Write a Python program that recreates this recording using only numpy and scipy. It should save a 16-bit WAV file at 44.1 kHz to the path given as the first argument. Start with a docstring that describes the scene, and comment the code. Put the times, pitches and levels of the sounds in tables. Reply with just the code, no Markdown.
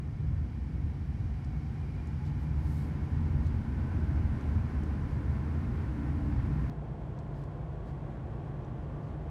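"""A deep road boom fills the cabin of a car gathering speed, over tyre roar and a humming, whirring engine.
Bumps lift the boom, low thuds sound in it, the body drones, the tread sings higher with speed and the
asphalt turns coarse. Small things tick and sleeves brush now and then. We listen from low by the seat,
then, with a dry click, from face height, where the road is quieter and duller."""
import sys
import numpy as np
from scipy.fft import rfft, irfft, next_fast_len
from scipy.io import wavfile
from scipy.ndimage import uniform_filter1d, map_coordinates

SR = 44100
rng = np.random.default_rng(int(sys.argv[2]) if len(sys.argv) > 2 else 0)


def put_to_file(sound):
    """Save the sound as 16-bit audio at rate SR, in the file named by the first command-line argument."""
    columns = np.atleast_2d(sound).T  # one column per channel
    safe = np.clip(columns, -1, 1)
    whole_steps = np.round(safe * 32767)
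    wavfile.write(sys.argv[1], SR, whole_steps.astype(np.int16))


N = 410130

MOVE_S, TOP_HZ = 6.698, 15700  # the jump to face height; the top of the mix
COARSE_S, COARSE_OVER_S = 2.8, 0.2  # the asphalt turns coarse
HUM_DB, HUM_AT_HZ, HUM_GROWTH = -43.5, 60.8, 2.4  # growth in dB per dB of engine speed
TREAD_HZ, TREAD_DB, TREAD_BANDS_DB = 1044, -74, -63  # at cruising speed
TREAD_GROWTH = 3  # dB per dB of road speed
TYRE_HZ, TYRE_WIDTH_HZ, TYRE_LIFT_DB = 873, 55, 15  # the resonance that the tread tone sweeps through
TICK_WIDTH_HZ, TICK_LIFT_DB, RING_DB, RING_T60_S = 2000, 2, -11, 0.05

# The car gathers pace: time_s, share_of_cruising_speed
ROAD_SPEED = [(0, 0.67), (1.5, 0.7), (2.8, .85), (4.1, 0.97), (6.65, 1.012), (6.75, 1.007), (9.3, 1.1)]
# Floor boom by the seat: freq_hz, colour_db
SEAT_BOOM_COLOUR = [(20, -47), (30, -36.5), (42, -7), (51, -21.5), (61, -0.5), (73, -1), (84, 0.5),
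                    (98, -8), (115, -8.5), (150, -18), (260, -90)]
# Bumps in the road push the boom up: centre_s, half_length_s, lift_db
ROAD_BUMPS = [(.35, 0.11, 5.5), (.86, 0.037, 5.5), (1.23, 0.059, 6), (2.58, 0.11, 4.5), (3.19, 0.044, 4),
              (3.45, .13, 3), (3.97, 0.044, 2), (4.16, 0.15, 3.5), (4.55, 0.099, 4), (5.3, 0.057, 3.5),
              (6.4, 0.043, 3.5)]
# The low end eases between bumps: centre_s, half_length_s, change_db
RUMBLE_LULLS = [(1.9, .18, -0.5), (3.08, 0.039, -5), (3.8, .08, -0.5), (4.41, 0.019, -10), (5.95, 0.1, -2)]
# The ring of the cabin's air: freq_hz, colour_db
CABIN_AIR_COLOUR = [(90, -19), (129, 4), (139, 4), (151, 10), (165, -2), (220, -61)]
# The air rings up: centre_s, half_length_s, lift_db
CABIN_AIR_SWELLS = [(.28, 0.13, 7), (2.45, 0.49, 6), (1.68, 0.21, 5), (3.3, 0.15, 6.5), (3.81, 0.05, 8.5),
                    (4.34, .05, 8.5), (4.66, 0.059, 5), (5.18, 0.058, 5), (6.55, 0.057, 12.5)]
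# Body drone: freq_hz, colour_db
DRONE_COLOUR = [(80, -49), (110, -13), (132, 5), (153, 2), (175, -3.5), (195, -3), (222, 1), (265, -5),
                (295, -4.5), (335, -11), (380, -17.5), (480, -21), (900, -49.5)]
# Body and tyre cavity resonances: pitch_hz, width_hz, lift_db
BODY_RESONANCES = [(221.7, 11.6, 2.5), (296, 14, 2), (380, 16.5, 6)]
# Tyre roar by the seat: freq_hz, colour_db
SEAT_ROAR_COLOUR = [(225, -20), (410, 0), (620, -3.5), (840, -2.5), (1240, -7.5), (1620, -7.5), (2150, -13),
                    (2750, -19), (3750, -26), (4900, -27.5), (7200, -34.5), (11500, -39), (13800, -45),
                    (15400, -54)]
# Tyre and panel resonances by the seat: pitch_hz, width_hz, lift_db
SEAT_PANELS = [(816, 45, 2.5), (1030, 98, 3), (1375, 35, 4.5), (1510, 25, 4), (1833, 36, 4.5),
               (2150, 100, 3)]
# Engine speed through the gear changes: time_s, firing_hz
ENGINE_REVS = [(0, 53), (1.0, 63.2), (2.1, 51.4), (3.1, 82.6), (4.55, 84), (4.9, 66), (6.4, 62),
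               (7.2, 51.5), (9.3, 50.5)]
# The whirr as the engine pulls harder, then eases off: time_s, level_db
WHIRR_LEVELS = [(0, -65.5), (2.0, -62), (3.4, -64), (4.9, -66), (6.1, -74.5), (9.3, -83)]
# Engine whirr: freq_hz, colour_db
WHIRR_COLOUR = [(420, -20), (770, 3), (1220, -4), (1580, -1), (2360, -1), (2660, -8), (3150, -7),
                (3750, -13), (4750, -12), (5550, -12), (7100, -19), (11500, -24), (15200, -42)]
# Engine bay resonances: pitch_hz, width_hz, lift_db
ENGINE_BAY_RESONANCES = [(720, 85, 10.5), (1823, 40, 7.5), (2210, 33, 11.5), (2394, 40, 7),
                         (2930, 270, 3.5), (3900, 160, 6.5), (4640, 220, 4.5), (5360, 180, 3)]
# Bands of tread noise at cruising speed: freq_hz, colour_db
TREAD_COLOUR = [(520, -31.5), (610, -12), (655, 3.5), (720, -5.5), (860, -12.5), (960, -2.5), (1085, 0),
                (1130, -12), (1220, -36)]
# Brief swells of hum, whine and drone: centre_s, length_s, pitch_hz, width_hz, level_db
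BRIEF_TONES = [(.85, 0.65, 181.2, 12, -48), (1.6, 0.56, 750, 55, -66), (1.95, 0.31, 2400, 34, -70.5),
               (2.22, 0.36, 847, 18, -62), (2.748, .5, 1000, 35, -65.5), (4.05, 0.8, 840, 24, -62.5),
               (4.1, 1.0, 1535, 190, -62.5), (6.21, 0.46, 294, 30, -43)]
# Small hard things tick: start_s, level_db, ring_hz, crack_t60_s, dull_above_hz
TICK_HITS = [(1.446, -59, 5040, 0.028, 9000), (2.070, -63, 7000, 0.045, 15500),
             (3.467, -63, 4200, .035, 11000), (4.41, -64, 6170, .03, 14200),
             (4.834, -61, 5800, 0.035, 15000), (7.189, -57.5, 4260, .015, 8400),
             (7.198, -66.5, 7600, .016, 8500), (7.438, -65, 4070, .03, 13000),
             (8.647, -63, 5900, 0.02, 7200)]
# The crack of a tick: freq_hz, colour_db
TICK_COLOUR = [(1200, -20), (2800, -5), (5000, 0), (8000, -3), (14500, -17)]
# Sleeve strokes: centre_s, length_s, rub_db, hiss_db
SLEEVE_STROKES = [(2.27, 0.035, -67, -84), (2.425, .064, -80, -77), (2.752, 0.2, -70.5, -69.5),
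                  (3.467, .05, -70, -81), (7.395, 0.097, -78, -83), (7.89, 0.054, -75.5, -84),
                  (9.063, 0.091, -80, -93)]
# The rub of sliding cloth: freq_hz, colour_db
RUB_COLOUR = [(1650, -13), (4300, 7), (7000, -3), (10800, -14), (13400, -15)]
# The cloth's airy hiss: freq_hz, colour_db
HISS_COLOUR = [(4000, -10), (7500, -0.5), (13000, -3), (15400, -8.5)]
# Short low thuds in the road rumble: start_s, level_db
LOW_THUD_HITS = [(3.34, -28), (3.936, -20.5), (4.55, -21.5), (5.553, -31), (6.384, -28)]
# The tones of one thud: pitch_hz, relative_db, t60_s
THUD_TONES = [(64, -6, .13), (86, 1, 0.15), (144, -1, 0.092)]
# The click on the jump to face height: freq_hz, colour_db
CLICK_COLOUR = [(1500, -2), (4000, 1), (8000, -3), (15000, -7.5)]
# Boom at face height: freq_hz, colour_db
FACE_BOOM_COLOUR = [(22, -38), (31, -21), (43, -9), (58, -6), (72, 0), (96, -7), (120, -1), (135, -1),
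                    (147, 3), (160, -6), (186, -14), (217, -11), (256, -19), (420, -34)]
# Tyre roar at face height: freq_hz, colour_db
FACE_ROAR_COLOUR = [(165, -9), (315, 4), (510, -0.5), (820, -4.5), (1090, -11), (1260, -15), (1620, -15.5),
                    (2150, -22), (3300, -31), (4800, -38), (7400, -43), (11400, -50), (15400, -69)]
# Tyre and panel resonances at face height: pitch_hz, width_hz, lift_db
FACE_PANELS = [(222, 28, 2.7), (314, 46, 2.4), (690, 60, 2.5), (1430, 110, 2.2), (3240, 370, 3.2)]


def amp(db):
    """Decibels to gain."""
    return 10 ** (np.asarray(db) / 20)


def unit(x):
    """Scale to rms 1."""
    return x / np.sqrt(np.mean(x ** 2) + 1e-20)


def curve(rows):
    """An automation line through (time_s, value) points."""
    return np.interp(np.arange(N) / SR, *np.transpose(rows))


def ramp(middle_s, over_s):
    """A straight fade from 0 to 1."""
    return np.clip((np.arange(N) / SR - middle_s) / over_s + 0.5, 0, 1)


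def swell(centre_s, length_s):
    """A bell-shaped fade in and out."""
    return np.exp(-2 * ((np.arange(N) / SR - centre_s) / length_s) ** 2)


def jolts(rows):
    """Brief level rides in dB: each moves quickly, holds and settles back."""
    centre_s, half_length_s, change_db = np.transpose(rows)
    distance = (np.arange(N) / SR - centre_s[:, None]) / half_length_s[:, None]
    return change_db @ np.exp(-distance ** 4)


def wobble(rate_hz):
    """A smooth random drift through rate_hz points a second."""
    points = rng.standard_normal(int(N * rate_hz / SR) + 4)
    return map_coordinates(points, [np.arange(N) * rate_hz / SR])


def filtered(x, response):
    """EQ x with a gain for each frequency."""
    size = next_fast_len(len(x) + SR // 2, real=True)
    return irfft(rfft(x, size) * response(np.fft.rfftfreq(size, 1 / SR)), size)[:len(x)]


def hump_db(hz, pitch_hz, width_hz, lift_db):
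    """The EQ bell of one resonance."""
    return lift_db / (1 + (2 * (hz - pitch_hz) / width_hz) ** 2)


def noise(colour, resonances=(), size=N):
    """Noise of rms 1 with a broad colour and resonant humps, rolled off steeply past the last point."""
    freq_hz, colour_db = np.transpose(colour)

    def response(hz):
        broad_db = np.interp(np.log(hz + 1), np.log(freq_hz), colour_db)
        resonant_db = sum(hump_db(hz, *row) for row in resonances)
        roll_off = (freq_hz[-1] / np.maximum(hz, freq_hz[-1])) ** 4
        return amp(broad_db + resonant_db) * roll_off
    return unit(filtered(rng.standard_normal(size), response))


def steady(x, evenness):
    """Level out the slow swells of a noise; evenness runs from 0 (untouched) to 1 (flat)."""
    power = np.abs(uniform_filter1d(uniform_filter1d(x ** 2, SR // 10), SR // 10))
    return unit(x / (power + 1e-6) ** (evenness / 2))


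def road_db(cruise_db, growth, coarse_db=0):
    """A road layer's fader: up by growth dB per dB of speed, and by coarse_db on coarse asphalt."""
    speed_db = 20 * np.log10(curve(ROAD_SPEED))
    return cruise_db + growth * speed_db + coarse_db * ramp(COARSE_S, COARSE_OVER_S)


def floor_boom():
    """The road shakes the floor into a deep boom that lifts on each bump."""
    level_db = road_db(cruise_db=-35, growth=0.59, coarse_db=1.9) + jolts(ROAD_BUMPS)
    return amp(level_db) * steady(noise(SEAT_BOOM_COLOUR), evenness=0.81)


def body_drone():
    """The body and tyre cavities resonate in a low-mid drone."""
    level_db = road_db(cruise_db=-42, growth=0.7, coarse_db=3.67)
    return amp(level_db) * steady(noise(DRONE_COLOUR, BODY_RESONANCES), evenness=0.86)


def cabin_air(base_db=-44):
    """The cabin's air rings at its own pitches whatever the speed."""
    return amp(base_db + jolts(CABIN_AIR_SWELLS)) * steady(noise(CABIN_AIR_COLOUR), evenness=0.61)


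def tyre_roar():
    """The tyres roar through the panels by the seat, building steeply with speed."""
    level_db = road_db(cruise_db=-52, growth=2.31, coarse_db=1) + 0.37 * wobble(14)
    return amp(level_db) * noise(SEAT_ROAR_COLOUR, SEAT_PANELS)


def engine():
    """A low firing hum grows with the revs; a whirr pulses with each firing and fades off the throttle."""
    firing_hz = curve(ENGINE_REVS)
    phase = 2 * np.pi * np.cumsum(firing_hz * (1 + 0.0038 * wobble(8))) / SR
    hum = unit(np.sin(phase) + amp(-26) * np.sin(2 * phase) + amp(-17) * np.sin(3 * phase))
    whirr = unit(noise(WHIRR_COLOUR, ENGINE_BAY_RESONANCES) * (1 + 0.081 * np.cos(phase)))
    revs_db = 20 * np.log10(firing_hz / HUM_AT_HZ)
    hum_db = HUM_DB + HUM_GROWTH * revs_db + jolts(RUMBLE_LULLS) + 0.65 * wobble(11)
    return amp(hum_db) * hum + amp(curve(WHIRR_LEVELS)) * whirr


def tread_whine():
    """Unevenly spaced tread blocks sing a fuzzy tone amid bands of noise, all rising with speed."""
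    speed = curve(ROAD_SPEED)
    tone_hz = TREAD_HZ * speed
    tone_db = road_db(TREAD_DB, TREAD_GROWTH) + hump_db(tone_hz, TYRE_HZ, TYRE_WIDTH_HZ, TYRE_LIFT_DB)
    phase = 2 * np.pi * np.cumsum(tone_hz) / SR
    fuzz = wobble(45) + 1j * wobble(45)  # smears the tone into a narrow band
    tone = unit((fuzz * np.exp(1j * phase)).real)
    bands = np.interp(np.cumsum(speed), np.arange(N), noise(TREAD_COLOUR), period=N)  # varispeed
    bands_db = road_db(TREAD_BANDS_DB, TREAD_GROWTH) + 2 * wobble(8)
    return amp(tone_db) * tone + amp(bands_db) * bands


def brief_tones():
    """Narrow bands of engine hum, tread whine and body drone swell for a moment."""
    out = np.zeros(N)
    for centre_s, length_s, hz, width_hz, level_db in BRIEF_TONES:
        band = [(hz / 2, -70), (hz - 3 * width_hz, -36), (hz - width_hz, -14), (hz, 0),
                (hz + width_hz, -14), (hz + 3 * width_hz, -36), (hz * 2, -70)]
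        out += amp(level_db) * swell(centre_s, length_s) * steady(noise(band), evenness=0.73)
    return out


def ticks():
    """Small hard things tick: a bright crack with a faint, short ring."""
    out, age = np.zeros(N), np.arange(SR // 10) / SR
    for start_s, level_db, ring_hz, crack_t60_s, dull_above_hz in TICK_HITS:
        burst = noise(TICK_COLOUR, [(ring_hz, TICK_WIDTH_HZ, TICK_LIFT_DB)], size=len(age))
        burst = filtered(burst, lambda hz: 1 / (1 + (hz / dull_above_hz) ** 10))
        crack = amp(-60 * age / crack_t60_s) * burst
        ring = amp(RING_DB - 60 * age / RING_T60_S) * np.sin(2 * np.pi * ring_hz * age)
        out[round(start_s * SR):][:len(age)] += amp(level_db) * (crack + ring)
    return out


def sleeve_brushes():
    """Cloth slides in soft, finely grained swells of rub and hiss."""
    rub, hiss = noise(RUB_COLOUR), noise(HISS_COLOUR)
    grain = unit(amp(1.2 * wobble(600)))
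    return grain * sum(swell(centre_s, length_s) * (amp(rub_db) * rub + amp(hiss_db) * hiss)
                       for centre_s, length_s, rub_db, hiss_db in SLEEVE_STROKES)


def low_thuds(attack_s=0.007):
    """Short low thuds in the road rumble: three deep tones with a soft attack and a quick decay."""
    out, age = np.zeros(N), np.arange(SR // 4) / SR
    thud = sum(amp(db - 60 * age / t60_s) * np.sin(2 * np.pi * hz * age) for hz, db, t60_s in THUD_TONES)
    thud *= 1 - np.exp(-(age / attack_s) ** 2)
    for start_s, level_db in LOW_THUD_HITS:
        out[round(start_s * SR):][:len(age)] += amp(level_db) * thud
    return out


def dry_click(level_db=-46, t60_s=0.002):
    """One dry click marks the jump to face height."""
    age = np.arange(N) / SR - MOVE_S
    return (age >= 0) * amp(level_db - 60 * np.abs(age) / t60_s) * noise(CLICK_COLOUR)


def road_at_face():
    """At face height the boom is weaker and the tyre roar is duller."""
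    boom = amp(road_db(cruise_db=-39, growth=0.55)) * steady(noise(FACE_BOOM_COLOUR), evenness=0.93)
    roar_db = road_db(cruise_db=-49, growth=2) + 0.39 * wobble(15)
    return boom + amp(roar_db) * noise(FACE_ROAR_COLOUR, FACE_PANELS)


def scene():
    """The road cuts from seat to face height; engine, tread and small sounds carry across the cut."""
    boom, drone, air = floor_boom(), body_drone(), cabin_air()
    rumble = amp(jolts(RUMBLE_LULLS)) * (boom + air)
    road_at_seat = rumble + drone + tyre_roar() + brief_tones() + low_thuds()
    moved = ramp(MOVE_S, over_s=0.003)
    road = (1 - moved) * road_at_seat + moved * road_at_face()
    return (road + engine() + tread_whine() + ticks() + sleeve_brushes() + dry_click())[None]


def record(dry):
    """A brick-wall low-pass trims the top of the mono mix."""
    return filtered(dry[0], lambda hz: hz < TOP_HZ)[None]


dry = scene()
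out = record(dry)
put_to_file(out)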